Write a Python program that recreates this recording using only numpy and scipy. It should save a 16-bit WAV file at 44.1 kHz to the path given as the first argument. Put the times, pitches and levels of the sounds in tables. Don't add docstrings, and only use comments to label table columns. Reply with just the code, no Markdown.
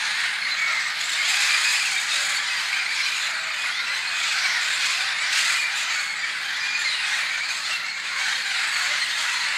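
import sys
import numpy as np
from scipy import signal
from scipy.fft import rfft, irfft, next_fast_len
from scipy.io import wavfile

SR = 44100
rng = np.random.default_rng(int(sys.argv[2]) if len(sys.argv) > 2 else 0)


def unload_audio(sound):
    columns = np.transpose(np.atleast_2d(sound))
    steps = np.round(np.clip(columns, -1, 1) * 32767)
    wavfile.write(sys.argv[1], SR, steps.astype(np.int16))


N = 422037

# (time [s], level [dB])
DIN_LEVEL = [(0, -27), (.5, -29), (.8, -29.5), (.96, -31.5), (1.25, -27), (1.8, -28), (2.06, -28),
             (2.25, -29), (2.47, -29.5), (2.75, -28.5), (3.2, -28.5), (3.5, -29.5), (3.8, -30), (4.1, -28),
             (4.37, -27.5), (4.95, -28.5), (5.14, -29.5), (5.5, -27), (5.7, -29), (6.0, -28.5),
             (6.2, -33.5), (6.45, -32), (6.75, -30), (7.2, -27.5), (7.32, -31.5), (7.75, -29), (7.95, -31),
             (8.2, -27.5), (8.5, -31), (8.9, -27.5), (9.1, -31.5), (9.25, -27), (9.57, -28)]
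CRY_ARCH, CLIPPED_ARCH = 0.0116, 0.03
TOP_HZ = 15700


def flock(count=420):
    # (frequency [Hz], gain [dB])
    colour = [(250, -58), (450, -29.5), (600, -19), (800, -12), (1000, -11), (1250, -4), (1550, -1.5),
              (2100, 1), (2500, -1.5), (2900, -5.5), (4200, -1), (4900, -5), (5700, -14), (7200, -14),
              (10000, -25.5), (15000, -43)]
    din = np.zeros(N + SR)
    for i, (when, span, pitch, nearness, throat, beak) in enumerate(rng.uniform(-1, 1, (count, 6))):
        call = squawk(.16 + .09 * span, 700 * 2 ** (.6 * pitch),
                      jitter=0.0449, warble=.045, rasp=0.74, flutter_db=2.5, arch=.2)
        throat_hz, beak_hz = 2500 * 2 ** (1.03 * throat), 9500 + 4000 * beak
        call = filtered(call, lambda hz: 1 + 0.79 / (1 + ((hz - throat_hz) / 400) ** 2)
                        + 3.78 / (1 + ((hz - beak_hz) / 450) ** 2))
        s = (i + .5 + .5 * when) / count * (N / SR + .5)
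        add(din, s, amp(3.1 * nearness) * call)
    din = din[SR // 2:][:N]
    din = street(coloured(din, colour), wet_db=-7.5)
    body = filtered(din, lambda hz: 1 / (1 + (hz / 2650) ** 8))
    t = np.arange(N) / SR
    body_db = 0.24 + np.interp(t, *np.transpose(DIN_LEVEL))
    shrill_db = -31 + 0.74 * excitement_db(t)
    return amp(body_db) * unit(body) + amp(shrill_db) * unit(din - body)


def excitement_db(s, usual_db=-28):
    # (time [s], level [dB])
    excitement = [(0.0, -27), (0.67, -31.5), (0.92, -32), (1.03, -26), (1.44, -22), (2.08, -28.5),
                  (2.13, -21.5), (2.42, -30), (2.91, -28), (3.06, -25.5), (3.44, -36), (3.85, -28),
                  (4.1, -31.5), (4.25, -25.5), (4.96, -26.5), (5.14, -32), (5.29, -27), (5.35, -22.5),
                  (5.52, -22), (5.7, -30.5), (5.99, -28), (6.16, -40), (6.45, -32), (6.66, -30.5),
                  (6.69, -34), (6.93, -28), (7.14, -30), (7.36, -34.5), (7.73, -27), (7.94, -36),
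                  (8.18, -29), (9.38, -28.5), (9.57, -30)]
    return np.interp(s, *np.transpose(excitement)) - usual_db


def squawk(length, hz, jitter, warble, rasp, flutter_db, arch, cycle_size=512):
    size = int(length * SR)
    u = np.linspace(-1, 1, size)
    bend = arch * (rng.uniform(-1, 1) * u - .5 * u * u)
    pitch = hz * np.exp(bend + warble * wobble(110, size) + jitter * wobble(700, size))
    cycles = np.cumsum(pitch) / SR
    k = np.arange(cycle_size // 2 + 1)
    harmonics = amp(1.86 * rng.standard_normal(len(k))) * np.exp(2j * np.pi * rng.random(len(k)))
    cycle = irfft(harmonics * (k > 0) * (k * hz < TOP_HZ))
    buzz = np.interp(cycles % 1 * cycle_size, np.arange(cycle_size), cycle)
    air = wobble(SR, size) * np.sin(np.pi * cycles) ** 2
    voice = unit(buzz) + rasp * unit(air)
    return unit(voice * amp(flutter_db * wobble(129.6, size))) * swell(size, edge=0.022)


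def whistle(length, pitches, over_db, rough):
    size = int(length * SR)
    glide = np.polyval(np.polyfit([0, .5, 1], pitches, 2), np.linspace(0, 1, size))
    shake = 0.00866 * wobble(47.3, size)
    shake += rough * (0.04 * wobble(109.1, size) + 0.0586 * wobble(603, size))
    phase = 2 * np.pi * np.cumsum(glide * (1 + shake)) / SR
    tone = np.zeros(size)
    for k, db in enumerate([0, over_db, over_db - 7.5, over_db - 22], 1):
        flicker = unit(amp(3 * wobble(50, size)))
        beak = 1 / (1 + (k * glide / 8800) ** 10)
        tone += amp(db) * flicker * beak * np.sin(k * phase)
    throb_db = 5.5 * np.sqrt(rough) * sine(36.7 + 23 * wobble(26.3, size))
    strength = unit(amp(1.7 * wobble(134.0, size) + throb_db))
    return tone * strength * swell(size, edge=0.0056)


def arched(hz, glide_hz, arch):
    ends = hz * (1 - arch)
    return [ends - glide_hz / 2, hz, ends + glide_hz / 2]


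def screeches(stutter_hz=54, stutter_db=2):
    # (time [s], length [s], pitch [Hz], level [dB], treble [dB, up to about half applied])
    calls = [(0, 0.38, 1126, -47, 1), (0.572, 0.11, 1030, -49, 5), (1.261, 0.29, 1225, -28, -7),
             (1.401, 0.41, 1247, -33.5, -1), (1.579, 0.55, 1104, -33.5, 1.5),
             (1.707, 0.0484, 1204, -37.5, 15), (2.093, 0.1, 1270, -32, -8), (2.117, 0.28, 1178, -33, -3),
             (2.513, 0.28, 1160, -39, -4), (2.883, 0.17, 1180, -38, -8), (3.034, 0.3, 1293, -31, -11),
             (3.522, 0.18, 833, -38.5, -5), (4.143, 0.3, 1183, -30, -15), (4.59, 0.098, 1150, -30, -15),
             (4.601, 0.41, 855, -33.5, -15), (4.808, 0.27, 1213, -29.5, -13),
             (5.305, 0.13, 1074, -25.5, -15), (5.361, 0.19, 1234, -26.5, -9.5), (5.508, 0.15, 1246, -38, 5),
             (5.759, 0.1, 1165, -30.5, -9), (5.905, 0.24, 1133, -42, 3), (6.288, 0.24, 1197, -39.5, -21),
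             (7.047, 0.23, 1133, -43, 5), (7.488, 0.16, 1140, -34.5, -10), (7.704, 0.07, 906, -37, -12),
             (8.165, 0.27, 1130, -34, -13), (8.7, 0.21, 1150, -37.5, 1), (8.997, 0.27, 1045, -38, -9),
             (9.168, 0.28, 1090, -36.5, -1)]
    # (frequency [Hz], gain [dB])
    colour = [(400, -48), (1200, -8), (2000, -7), (2500, 6), (3100, 5), (4000, -2.5), (5000, 0.5),
              (5700, -9.5), (6500, 3.5), (7800, 2), (9200, -6), (11000, -14.5), (13000, -15.5),
              (15000, -29)]
    treble_share = [(4500, 0.057), (7000, 0.52)]  # (frequency [Hz], share [0-1])
    out = np.zeros(N)
    for s, length, hz, db, treble_db in calls:
        voice = squawk(length, hz, jitter=.036, warble=.075, rasp=.55, flutter_db=2.6, arch=.06)
        effort = amp(-5 * np.linspace(0, 1, len(voice)) ** 4)
        stutter = sine(stutter_hz * np.exp(0.33 * wobble(39.8, len(voice))))
        call = coloured(voice * effort * amp(stutter_db * stutter), colour)
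        add(out, s, amp(db) * filtered(call, lambda f: amp(treble_db * along(treble_share, f))))
    return out


def caws():
    # (time [s], length [s], pitch [Hz], level [dB])
    calls = [(0.678, 0.074, 643, -39), (2.139, 0.13, 597, -40.5), (3.271, 0.28, 662, -40.5),
             (3.80, 0.23, 517, -47), (4.28, 0.22, 770, -41), (4.409, 0.22, 719, -39),
             (4.947, 0.17, 773, -35), (8.28, 0.2, 497, -47), (8.848, 0.13, 594, -42)]
    # (frequency [Hz], gain [dB])
    colour = [(300, -38), (520, -3.5), (900, -8.5), (1500, 6.5), (2200, -7), (3000, -29), (4500, 0),
              (9000, -43)]
    out = np.zeros(N)
    for s, length, hz, db in calls:
        voice = squawk(length, hz, jitter=0.045, warble=0.0322, rasp=0.16, flutter_db=4.5, arch=0.0703)
        add(out, s, amp(db) * coloured(voice, colour))
    return out


def cries():
    # (time [s], length [s], pitch [Hz], glide [Hz], level [dB], overtones [dB], roughness [0-1])
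    calls = [(0.419, 0.063, 2134, -300, -24.5, -20, 0.77), (0.57, 0.31, 2193, -130, -29, -12, 0.36),
             (1.17, 0.052, 2150, 0, -23.5, -21, 0.1), (1.485, 0.084, 2404, -80, -22.5, -8, .5),
             (1.645, 0.056, 2540, 40, -27, -7, 0.22), (1.701, .08, 2564, 120, -31, -3, 0.64),
             (1.793, .04, 2450, -60, -24, -6, 0.6), (1.847, .06, 2510, -350, -25.5, -20, 0.73),
             (1.944, 0.051, 2350, -60, -23, -24, 0.55), (2.725, 0.11, 2424, 62, -27.5, -9, 0.65),
             (2.858, 0.16, 2256, -87, -26.5, -9, 0.76), (3.553, 0.12, 2495, -1, -31.5, -10, 0.13),
             (3.665, 0.044, 1476, -30, -30.5, -18, .1), (3.689, 0.17, 3585, 1051, -33, -26, 0.08),
             (3.782, 0.1, 1410, 0, -33, -18, 0.13), (3.88, 0.06, 2037, 30, -27.5, -14, 0.24),
             (4.02, 0.2, 2510, 7, -32, -22, 0.06), (4.443, .045, 2280, 60, -22.5, -13, 0.4),
             (4.542, 0.071, 1910, -310, -26, -18, 0.65), (4.953, 0.09, 2430, -150, -29, -14, 0.73),
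             (5.163, 0.11, 2260, 261, -28, -11, 0), (5.489, 0.2, 2394, 24, -28, -26, 0.34),
             (5.90, 0.14, 2240, -52, -31.5, -1.5, 0.14), (5.952, .06, 1460, -40, -30, -20, 0.1),
             (6.036, 0.13, 2180, -78, -30, -8, 0.15), (6.157, 0.15, 2345, -86, -39, 0, 0.07),
             (6.222, 0.032, 2310, 0, -24, -20, 0), (6.61, 0.17, 2430, 42, -28.5, -11, 0.19),
             (6.848, 0.042, 2100, -170, -23, -19, 0.1), (7.128, 0.034, 1870, -210, -24.5, -7, 0.62),
             (7.308, 0.06, 2310, 38, -26, -25, 0.33), (7.406, 0.06, 2296, 20, -26, -12, 0.4),
             (7.711, 0.065, 2756, -5, -27.5, -24, 0.1), (7.84, 0.13, 2170, 57, -31.5, -11, 0.42),
             (8.165, 0.091, 2260, 26, -28.5, -13, 0.1), (8.746, 0.15, 2205, -86, -32.5, -1, .5),
             (8.905, 0.054, 2050, -50, -28, -10, 0.39)]
    out = np.zeros(N)
    for s, length, hz, glide_hz, db, over_db, rough in calls:
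        add(out, s, amp(db) * whistle(length, arched(hz, glide_hz, CRY_ARCH), over_db, rough))
    return out


def trills(sounding_share=0.43):
    # (time [s], length [s], syllable rate [Hz], first pitch [Hz], last pitch [Hz],
    # level [dB], overtones [dB])
    calls = [(.585, .31, 11.4, 2253, 1877, -26.5, -19), (1.314, .16, 15, 2450, 2580, -36, 1),
             (4.80, .14, 31, 2490, 2450, -25, -13), (6.939, .13, 21, 2880, 2550, -25.5, -24),
             (9.042, .09, 32, 3400, 3150, -31, -16)]
    out = np.zeros(N)
    for s, length, rate, first_hz, last_hz, db, over_db in calls:
        beats = np.arange(0, length, 1 / rate)
        for beat, progress in zip(beats, np.linspace(0, 1, len(beats))):
            hz = first_hz + (last_hz - first_hz) * progress ** 2
            syllable = whistle(sounding_share / rate, arched(hz, 0, CRY_ARCH), over_db, rough=0.26)
            add(out, s + beat, amp(db) * syllable)
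    return out


def yelps():
    # (time [s], length [s], pitch [Hz], glide [Hz], level [dB])
    calls = [(1.727, 0.027, 2196, -100, -26), (2.14, .03, 2498, 0, -36), (2.26, .03, 1981, 0, -32),
             (2.498, .03, 2584, -100, -27), (2.725, 0.039, 2196, -5, -27), (3.058, 0.033, 2412, 0, -25),
             (3.645, 0.033, 2110, -150, -30), (3.865, 0.037, 2670, -80, -30),
             (4.214, 0.036, 2283, -150, -26), (4.304, 0.037, 2541, -100, -27), (4.338, 0.029, 1507, 0, -27),
             (4.668, .03, 1550, 0, -30), (4.725, 0.027, 2412, -5, -33), (5.356, 0.027, 2756, 0, -26),
             (5.58, 0.036, 2412, 2, -23.5), (6.54, 0.03, 3430, 300, -30.5), (6.742, 0.026, 2412, 0, -23),
             (7.104, 0.036, 2110, 0, -28), (7.198, 0.02, 2326, 0, -29), (7.498, .028, 2455, 0, -26),
             (8.635, .035, 2455, 0, -29), (8.97, 0.023, 2283, 100, -26), (9.008, 0.036, 1938, 122, -24),
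             (9.29, 0.034, 2627, -150, -29)]
    out = np.zeros(N)
    for s, length, hz, glide_hz, db in calls:
        add(out, s, amp(db) * whistle(length, arched(hz, glide_hz, CLIPPED_ARCH), over_db=-15, rough=.2))
    return out


def peeps(fall_hz_per_s=2100):
    # (time [s], length [s], pitch [Hz], level [dB])
    calls = [(0.414, 0.053, 4300, -29), (0.505, 0.048, 4080, -26), (1.97, .035, 3700, -26),
             (2.115, 0.039, 3760, -26), (2.346, 0.037, 4470, -27), (2.508, 0.077, 4770, -36),
             (3.016, 0.055, 4070, -26.5), (3.235, 0.06, 3920, -35), (3.89, 0.097, 4110, -34),
             (4.07, 0.028, 4240, -29), (6.608, .035, 4880, -32), (6.833, 0.059, 4280, -35),
             (6.845, 0.068, 4130, -28), (6.903, 0.057, 3890, -29), (7.895, 0.027, 4190, -30),
             (8.348, 0.024, 4310, -27), (8.393, 0.05, 4270, -37), (8.502, 0.031, 6100, -38),
             (8.738, 0.049, 4340, -33), (8.81, 0.03, 4170, -31), (8.93, .032, 4110, -34),
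             (9.017, 0.034, 4220, -27), (9.124, 0.025, 3780, -30), (9.338, 0.035, 4177, -28),
             (9.394, 0.025, 4091, -32)]
    out = np.zeros(N)
    for s, length, hz, db in calls:
        fall = fall_hz_per_s * length / 2
        add(out, s, amp(db) * whistle(length, [hz + fall, hz, hz - fall], over_db=-28, rough=0.28))
    return out


def squeaks():
    # (time [s], length [s], pitch [Hz], glide [Hz], level [dB])
    calls = [(0.587, 0.044, 3620, -150, -43.5), (1.007, 0.015, 3470, 598, -31),
             (1.038, 0.012, 3650, 300, -32), (1.054, 0.013, 3620, -500, -36), (1.09, 0.021, 3800, 500, -31),
             (1.116, .016, 3550, -400, -32), (1.13, 0.015, 3600, -700, -31), (1.281, 0.038, 3840, 200, -30),
             (1.406, 0.035, 3830, -200, -32), (1.596, 0.021, 3400, 300, -44),
             (1.647, 0.028, 3840, -300, -35), (2.22, 0.024, 3780, 100, -35), (2.247, 0.03, 3440, 250, -33),
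             (2.299, .03, 3540, -200, -35), (2.348, 0.027, 3760, -200, -34), (2.943, 0.03, 3450, -300, -39),
             (3.947, 0.039, 3150, 400, -39), (4.722, 0.044, 3700, 50, -36), (5.57, 0.018, 3850, 0, -38),
             (5.754, 0.04, 3670, -50, -34.5), (6.789, .04, 3620, -80, -36), (7.49, 0.042, 3220, 50, -39),
             (8.668, 0.034, 4040, -150, -37), (8.725, 0.028, 4100, 100, -41), (8.774, .026, 3870, -80, -36),
             (8.822, 0.024, 3730, -50, -38)]
    # (frequency [Hz], gain [dB])
    colour = [(300, -60), (1800, -14), (3800, 0), (5500, -7), (6500, -2), (8300, -1.5), (11000, -5),
              (15000, -19)]
    out = np.zeros(N)
    for s, length, hz, glide_hz, db in calls:
        note = whistle(length, arched(hz, glide_hz, CLIPPED_ARCH), over_db=4.5, rough=0.265)
        air = amp(-2) * wobble(SR, len(note)) * swell(len(note), edge=0.005)
        add(out, s, amp(db) * coloured(note + air, colour))
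    return out


def chirps(count=130):
    # (frequency [Hz], gain [dB])
    colour = [(1000, -5), (4800, 5.5), (5700, -14), (6600, 0), (8000, 5), (12000, -4)]
    out = np.zeros(N)
    for when, span, pitch, slope, distance in rng.random((count, 5)):
        s = when * N / SR
        pitches = 1450 * 2 ** (1.6 * pitch) * np.array([1 - 0.1027 * slope, 1, .87 + 0.118 * slope])
        db = -33 + 0.39 * excitement_db(s) - 6 * distance - 4 * pitch
        add(out, s, amp(db) * whistle(0.0295 + 0.042 * span, pitches, over_db=-2.5, rough=0.413))
    return filtered(out, lambda hz: amp(along(colour, hz)))


def chips(count=70, length_s=0.0284):
    out = np.zeros(N)
    for when, pitch, slope, nearness in rng.uniform(-1, 1, (count, 4)):
        s = (when + 1) / 2 * N / SR
        hz = 4137 + 543 * pitch
        pitches = [hz * (.98 - 0.023 * slope), hz, hz * (0.96 + 0.056 * slope)]
        db = -34 + 0.39 * excitement_db(s) + 1.5 * nearness
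        add(out, s, amp(db) * whistle(length_s, pitches, over_db=-26, rough=0.062))
    return out


def slurs(count=38, centre_hz=1852, spread_oct=.42, bend_oct=0.1324):
    out = np.zeros(N)
    for i, (when, span, pitch, start, end) in enumerate(rng.uniform(-1, 1, (count, 5))):
        s = (i + .5 + .5 * when) / count * N / SR
        bend = bend_oct * np.array([start - .5, 0, end - .5])
        pitches = centre_hz * 2 ** (spread_oct * pitch + bend)
        db = np.interp(s, *np.transpose(DIN_LEVEL)) - 6.5
        add(out, s, amp(db) * whistle(.08 * 2 ** (span / 2), pitches, over_db=-14, rough=0.085))
    return out


def street(x, wet_db, wall_delay_s=.009, size=16384):
    # (frequency [Hz], time to fall 60 dB [s])
    decay = [(300, 0.67), (2000, 1), (5000, 0.99), (12000, 0.48)]
    echo = np.zeros(N)
    fade = np.sin(np.pi * np.arange(size) / size)
    padded = np.pad(x, size)
    for start in range(size // 2, N + size, size // 2):
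        hz, t, noise = signal.stft(rng.standard_normal(SR // 2), SR, nperseg=256)
        tail = signal.istft(noise * amp(-60 * t / along(decay, hz)[:, None]), SR, nperseg=256)[1]
        stretch = padded[start:start + size] * fade[:len(padded) - start]
        answer = signal.fftconvolve(stretch, tail / np.linalg.norm(tail))
        add(echo, max(start - size, 0) / SR + wall_delay_s, answer[max(size - start, 0):])
    return x + amp(wet_db) * echo


def town():
    # (frequency [Hz], gain [dB])
    colour = [(20, -43), (40, -34), (65, -22), (88, -9), (103, -11), (122, 0), (200, -1), (320, -1.5),
              (450, -4), (1000, 1), (4000, -23.5), (15000, -21)]
    drone = sine(170 + 4 * wobble(14, N)) * amp(2.9 * wobble(4.9, N))
    return amp(-52.5) * coloured(rng.standard_normal(N), colour) + amp(-66.5) * drone


def amp(db):
    return 10 ** (np.asarray(db) / 20)


def unit(x):
    return x / np.sqrt(np.mean(x ** 2) + 1e-20)


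def sine(hz):
    return np.sin(2 * np.pi * np.cumsum(hz) / SR)


def along(points, hz):
    f, v = np.transpose(points)
    return np.interp(np.log(hz + 1), np.log(f + 1), v)


def wobble(rate, size):
    knots = np.random.default_rng(rng.integers(1 << 30)).standard_normal(int(size * rate / SR) + 2)
    return np.interp(np.arange(size) * rate / SR, np.arange(len(knots)), knots)


def filtered(x, response):
    m = next_fast_len(len(x) + 2048)
    return irfft(rfft(x, m) * response(np.fft.rfftfreq(m, 1 / SR)), m)[:len(x)]


def coloured(x, spectrum):
    return unit(filtered(x, lambda hz: amp(along(spectrum, hz))))


def add(track, s, sound):
    start = max(round(s * SR), 0)
    room = track[start:start + len(sound)]
    room += sound[:len(room)]


def swell(size, edge):
    t = np.arange(size) / SR
    return np.sin(np.pi / 2 * np.clip(np.minimum(t, t[-1] - t) / edge, 0, 1))


def scene():
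    near = screeches() + caws() + cries() + trills() + yelps() + peeps() + squeaks()
    farther = chirps() + chips() + slurs()
    return (street(near + farther, wet_db=-8.0) + flock() + town())[None]


def record(dry):
    return np.array([filtered(channel, lambda hz: hz < TOP_HZ) for channel in dry])


dry = scene()
out = record(dry)
unload_audio(out)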